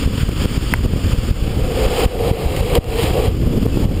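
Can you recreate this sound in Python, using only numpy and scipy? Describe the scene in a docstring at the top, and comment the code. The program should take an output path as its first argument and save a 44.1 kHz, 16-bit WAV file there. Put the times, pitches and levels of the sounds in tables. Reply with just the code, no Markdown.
"""A camera rides down an asphalt road at speed, close behind a longboarder. From the start, turbulent wind
buffets the microphone over the hiss of wheels and air; the road jolts, and hard gusts make a limiter duck
everything. Grit ticks on the housing, and at 0.74 s a pebble rings it. From about 1.8 to 3.3 s, close to
the rider's body, the flow excites air resonances in a hollow howl, with the hardest gust at 2.8 s.
Then the howl falls away, a low roar swells, and the air gives one faint whistle."""
import sys
import numpy as np
from scipy import signal
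from scipy.fft import rfft, irfft
from scipy.io import wavfile

SR = 44100
rng = np.random.default_rng(int(sys.argv[2]) if len(sys.argv) > 2 else 0)


def transcribe(u):
    """Save the signal u as a 16-bit wav file named by the first command-line argument.

    u: samples, shape (n,) or (channels, n), limited to [-1, 1]; the rate is SR.
    q: integer samples, one column per channel.
    """
    v = np.clip(np.atleast_2d(u).T, -1, 1)
    q = np.round(v * 32767).astype(np.int16)
    wavfile.write(sys.argv[1], SR, q)


N = 176400
T = np.arange(N) / SR

# Relative noise spectra: frequency_hz, density_db
BUFFET_SPECTRUM = [(10, -10), (22, -0.5), (40, 2.5), (65, 3), (100, 1), (160, -7), (250, -13.5), (450, -21),
                   (700, -34), (1500, -66)]  # low turbulence
ROAR_SPECTRUM = [(60, -48), (150, 0), (260, 2), (400, -7), (520, -7), (680, -20), (1200, -28.5),
                 (2500, -50)]  # low-mid turbulence
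RUSH_SPECTRUM = [(200, -28), (700, -6), (1250, 2), (1550, -1.5), (2000, -3.5), (2500, 0), (3150, 2),
                 (3450, -0.5), (3750, -9), (4150, -8.5), (4800, -1), (5400, -8.5), (5800, -23.5),
                 (6050, -36), (6500, -12.5), (7200, -4), (8050, -16.5), (8800, -7), (9600, -12.5),
                 (10200, -18.5), (11200, -18.5), (12100, -21), (12800, -23), (14000, -16), (15200, -14)]  # wheels and air, heard through the housing
WAKE_SPECTRUM = [(300, -20), (600, 4.5), (900, 4), (1150, 1.5), (1500, -6.5), (1900, -2), (2200, 0.5),
                 (2700, 2.5), (3300, 0), (3600, -7), (3930, -2.5), (4300, -8), (4800, -5), (5400, -12.5),
                 (6000, -30), (6700, -12), (7300, -9.5), (8100, -13.5), (8500, -10), (9300, -7.5),
                 (10300, -19), (11500, -13), (13500, -17.5), (15100, -12.5)]  # flow close behind the rider
JOLT_SPECTRUM = [(70, -4), (160, 2), (300, -0.5), (480, -1), (700, -22), (1100, -21.5), (2000, -40)]  # the shaken camera
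# Envelopes of the noise layers and the howl: time_s, level_db
BUFFET_LEVELS = [(0, -18.5), (.4, -16.5), (.9, -15.5), (1.4, -17), (2, -18.5), (2.6, -17), (3.1, -17),
                 (3.4, -15), (4, -13)]
ROAR_LEVELS = [(0, -23), (.3, -28), (.45, -21), (.65, -27.5), (.9, -24.5), (1.3, -25.5), (1.6, -26),
               (2, -30.5), (2.6, -29), (3.3, -30), (3.55, -17), (3.7, -23), (3.85, -16), (4, -25)]
RUSH_LEVELS = [(0, -28), (.1, -31.5), (.22, -27), (.32, -31.5), (.45, -25.5), (.6, -28), (.72, -28),
               (.8, -32.5), (1, -32.5), (1.12, -29.5), (1.25, -30), (1.42, -32.5), (1.62, -36), (1.95, -25),
               (2.3, -39), (3.1, -33), (3.4, -39), (3.62, -33.5), (3.82, -33.5), (4, -38)]
WAKE_LEVELS = [(0, -54), (1.55, -36), (1.7, -39), (1.85, -28.5), (1.92, -30.5), (2, -22.5), (2.06, -24.5),
               (2.15, -33), (2.28, -27), (2.4, -28), (2.52, -29), (2.58, -27.5), (2.67, -26.5),
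               (2.76, -25.5), (2.86, -31), (2.95, -26.5), (3.04, -19.5), (3.13, -30.5), (3.26, -28),
               (3.34, -44.5), (4, -36.5)]
HOWL_LEVELS = [(0, -49), (1.4, -32), (1.62, -25.5), (1.75, -23.5), (1.86, -15.5), (1.92, -18.5),
               (2.02, -14.5), (2.12, -18.5), (2.28, -17), (2.4, -19), (2.55, -21.5), (2.66, -20.5),
               (2.75, -14.5), (2.88, -21), (3.03, -20.5), (3.1, -19.5), (3.2, -15.5), (3.28, -20.5),
               (3.36, -43), (3.55, -39), (4, -31)]
# Pressure pulses on the microphone: peak_s, level_db, half_width_s
GUST_PULSES = [(0.066, 0, 0.0036), (0.078, -0.5, 0.0017), (0.236, 1.5, 0.0027), (.291, -4, 0.0025),
               (0.459, 2.5, 0.0019), (.580, 1, 0.0021), (0.666, -4.5, .003), (.714, -10, .002),
               (.729, -5.5, 0.0015), (0.745, -6, 0.0016), (.863, -0.5, 0.0024), (0.938, 0, 0.0016),
               (0.964, -2, 0.0019), (1.064, -12, 0.0033), (1.138, 0.5, 0.0029), (1.191, 1, 0.0045),
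               (1.315, 4, 0.0034), (1.429, -1.5, 0.0041), (1.576, -8, 0.0025), (1.626, -5, 0.0035),
               (1.87, 1, 0.005), (2.064, 9.5, 0.0029), (2.316, 5.5, 0.0021), (2.465, -1.5, 0.0037),
               (2.614, 0.5, 0.0042), (2.789, 15, 0.0022), (3.113, -7, 0.0029), (3.287, 0, 0.0039),
               (3.439, -5.5, 0.0025), (3.666, 2.5, 0.0012), (3.774, 1, 0.0013), (3.859, 4.5, .003)]
# Hollow air resonances: pitch_hz, width_hz, level_db
AIR_RESONANCES = [(456.8, 34, -0.5), (510, 50, -2.5), (366, 92, -6), (744, 85, -8.5), (1180, 120, -19.5),
                  (3950, 14, -34.5), (8070, 14, -33)]
# Bumps in the road: centre_s, level_db, half_length_s
ROAD_BUMPS = [(0.291, -6.5, 0.0035), (0.447, -18, 0.013), (.580, -29, 0.0051), (.855, -19, 0.01),
              (0.941, -28, .004), (1.15, -16, 0.0064), (1.571, -20.5, .006), (3.044, -10, 0.0086),
              (3.549, -17, 0.0037), (3.658, -13, 0.0081), (3.777, -18, 0.0054)]
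# Normal modes of the housing: pitch_hz, level_db, t60_s
HOUSING_MODES = [(630, -13.5, 0.016), (965, -9, 0.018), (1540, -2, 0.0087), (2070, -0.5, 0.0087),
                 (2770, -10.5, .007), (9730, -14, 0.0049), (13900, -15, .007)]
# Sprays of fine grit: start_s, level_db
GRIT_SPRAYS = [(.289, -33), (0.7376, -12), (2.004, -17), (2.564, -15), (2.7527, -4.5), (2.842, -15),
               (3.042, -21)]


def wind(eddies):
    """Turbulent pressure on the microphone makes a buffet and a roar that flutter with the eddies."""
    buffet = turbulence(BUFFET_SPECTRUM, BUFFET_LEVELS, flutter_db=1.88 * eddies)
    roar = turbulence(ROAR_SPECTRUM, ROAR_LEVELS, flutter_db=2.04 * eddies)
    return buffet + roar


def gusts():
    """Each gust is a steep pressure front: suction snaps over into one hard push."""
    lead, edge, spread = 0.916, .3, 1.97  # in half widths
    suction_ratio = 0.52
    pressure = np.zeros(N)
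    for peak_s, db, half_width_s in GUST_PULSES:
        past_front = (T - peak_s) / half_width_s + lead
        pulse = np.tanh(past_front / edge) * np.exp(-(past_front / spread) ** 2)
        pressure += amp(db) * pulse * np.where(past_front < 0, suction_ratio, 1)
    return highpass(pressure, hz=12)


def howl(eddies):
    """Forced resonance: broadband turbulence drives the air, which responds in a few narrow bands."""
    hz, ringing = np.fft.rfftfreq(N, 1 / SR), np.zeros(N)
    for pitch_hz, width_hz, db in AIR_RESONANCES:
        drive = rfft(rng.standard_normal(N) * amp(1.15 * eddies))
        response = 1 / (1 + 1j * (hz - pitch_hz) / width_hz) ** 2
        ringing += amp(db) * unit(irfft(drive * response, N))
    return level(HOWL_LEVELS) * unit(ringing)


def hiss(eddies, fine_eddies):
    """Wheels, air and the rider's wake give broadband noise, modulated by eddies of two scales."""
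    rush = turbulence(RUSH_SPECTRUM, RUSH_LEVELS, flutter_db=.9 * eddies + 1.1 * fine_eddies)
    wake = turbulence(WAKE_SPECTRUM, WAKE_LEVELS, flutter_db=.58 * eddies + 1.26 * fine_eddies)
    return rush + wake


def jolts():
    """Structure-borne sound: bumps in the road shake the camera in short, dull bursts."""
    bursts = sum(amp(db) * np.exp(-((T - s) / half_s) ** 2) for s, db, half_s in ROAD_BUMPS)
    return bursts * colour(rng.standard_normal(N), JOLT_SPECTRUM)


def pebble(start_s=.7378, strength_db=6):
    """An impact excites the housing's normal modes, each a damped sinusoid."""
    age_s = np.maximum(T - start_s, 0)
    ringing = np.zeros(N)
    for k, (hz, db, t60_s) in enumerate(HOUSING_MODES):
        decay = np.exp(-np.log(1000) * age_s / t60_s)
        ringing += (-1) ** k * amp(strength_db + db) * decay * np.sin(2 * np.pi * hz * age_s)
    return ringing


def grit(rise_s=0.00043, decay_s=0.0024):
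    """Brief impacts have broad spectra: grit ticks on the housing, coloured like the wake's hiss."""
    bursts = sum(amp(db) * np.clip((T - s) / rise_s, 0, 1) * np.exp(-abs(T - s) / decay_s)
                 for s, db in GRIT_SPRAYS)
    return bursts * colour(rng.standard_normal(N), WAKE_SPECTRUM)


def whistle(start_s=3.71, length_s=.06, pitch_hz=2610, level_db=-35):
    """A brief tone in the airflow wavers by random frequency modulation."""
    cycles = np.cumsum(pitch_hz * (1 + .008 * wander(rate_hz=120))) / SR
    swell = np.sin(np.pi * np.clip((T - start_s) / length_s, 0, 1))
    return amp(level_db) * swell * np.sin(2 * np.pi * cycles)


def turbulence(spectrum, levels, flutter_db):
    """Amplitude-modulated noise, shaped by a spectrum and a slow envelope."""
    return level(levels) * colour(rng.standard_normal(N) * amp(flutter_db), spectrum)


def wander(rate_hz):
    """Band-limited random fluctuation, rolling off above the rate, at rms 1."""
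    hz = np.fft.rfftfreq(N, 1 / SR)
    band = hz / (hz + rate_hz / 8) * np.exp(-(hz / rate_hz) ** 2)
    return unit(irfft(rfft(rng.standard_normal(N)) * band, N))


def colour(x, spectrum):
    """Filtering by a spectrum interpolated in log frequency, to rms 1."""
    hz, db = np.transpose(spectrum)
    gain = amp(np.interp(np.log(np.fft.rfftfreq(N, 1 / SR) + 1), np.log(hz), db))
    return unit(irfft(rfft(x) * gain, N))


def highpass(x, hz):
    """A first-order filter: 6 dB per octave of loss below the cutoff."""
    return signal.sosfilt(signal.butter(1, hz, "high", fs=SR, output="sos"), x)


def smooth(x, seconds):
    """Gaussian running mean over about that time."""
    bell = np.exp(-(np.arange(-1000, 1001) / (seconds * SR / 2)) ** 2)
    return signal.fftconvolve(x, bell / bell.sum(), "same")


def level(points):
    """Gain over time, interpolated in decibels."""
    return amp(np.interp(T, *np.transpose(points)))


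def amp(db):
    """Decibels to amplitude ratio."""
    return 10 ** (np.asarray(db) / 20)


def unit(x):
    """Normalisation to rms 1."""
    return x / np.sqrt(np.mean(x ** 2) + 1e-20)


def scene():
    """The sources superpose; wind, hiss and howl share the same eddies, so they flutter together."""
    eddies, fine_eddies = wander(rate_hz=52), wander(rate_hz=860)
    ride = wind(eddies) + gusts() + hiss(eddies, fine_eddies) + jolts()
    return (ride + howl(eddies) + pebble() + grit() + whistle())[None]


def record(dry):
    """Limiting ducks the peaks and saturation rounds them; faint sidebands and a band limit follow."""
    threshold_db, ceiling = -7, 1.4
    detect_s, attack_s, release_s = 0.0013, 0.0045, 0.097
    carrier_hz, sideband_db, cutoff_hz = 12000, -28, 15550
    x = dry[0]
    envelope_db = 20 * np.log10(abs(smooth(abs(x), detect_s)) + 1e-9)
    excess_db = np.maximum(envelope_db - threshold_db, 1e-6)
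    # The gain reduction decays exponentially until a greater excess renews it.
    reduction_db = np.exp(np.maximum.accumulate(np.log(excess_db) + T / release_s) - T / release_s)
    ducked = x * amp(-smooth(reduction_db, attack_s))
    rounded = ceiling * np.tanh(ducked / ceiling)
    rounded -= rounded.mean()
    # Ring modulation leaves a faint image of the mids in the treble.
    sidebands = 2 * amp(sideband_db) * highpass(rounded, hz=500) * np.cos(2 * np.pi * carrier_hz * T)
    lowpass = signal.firwin(511, cutoff_hz, window=("kaiser", 9), fs=SR)
    return signal.oaconvolve(rounded + sidebands, lowpass, "same")[None]


dry = scene()
out = record(dry)
transcribe(out)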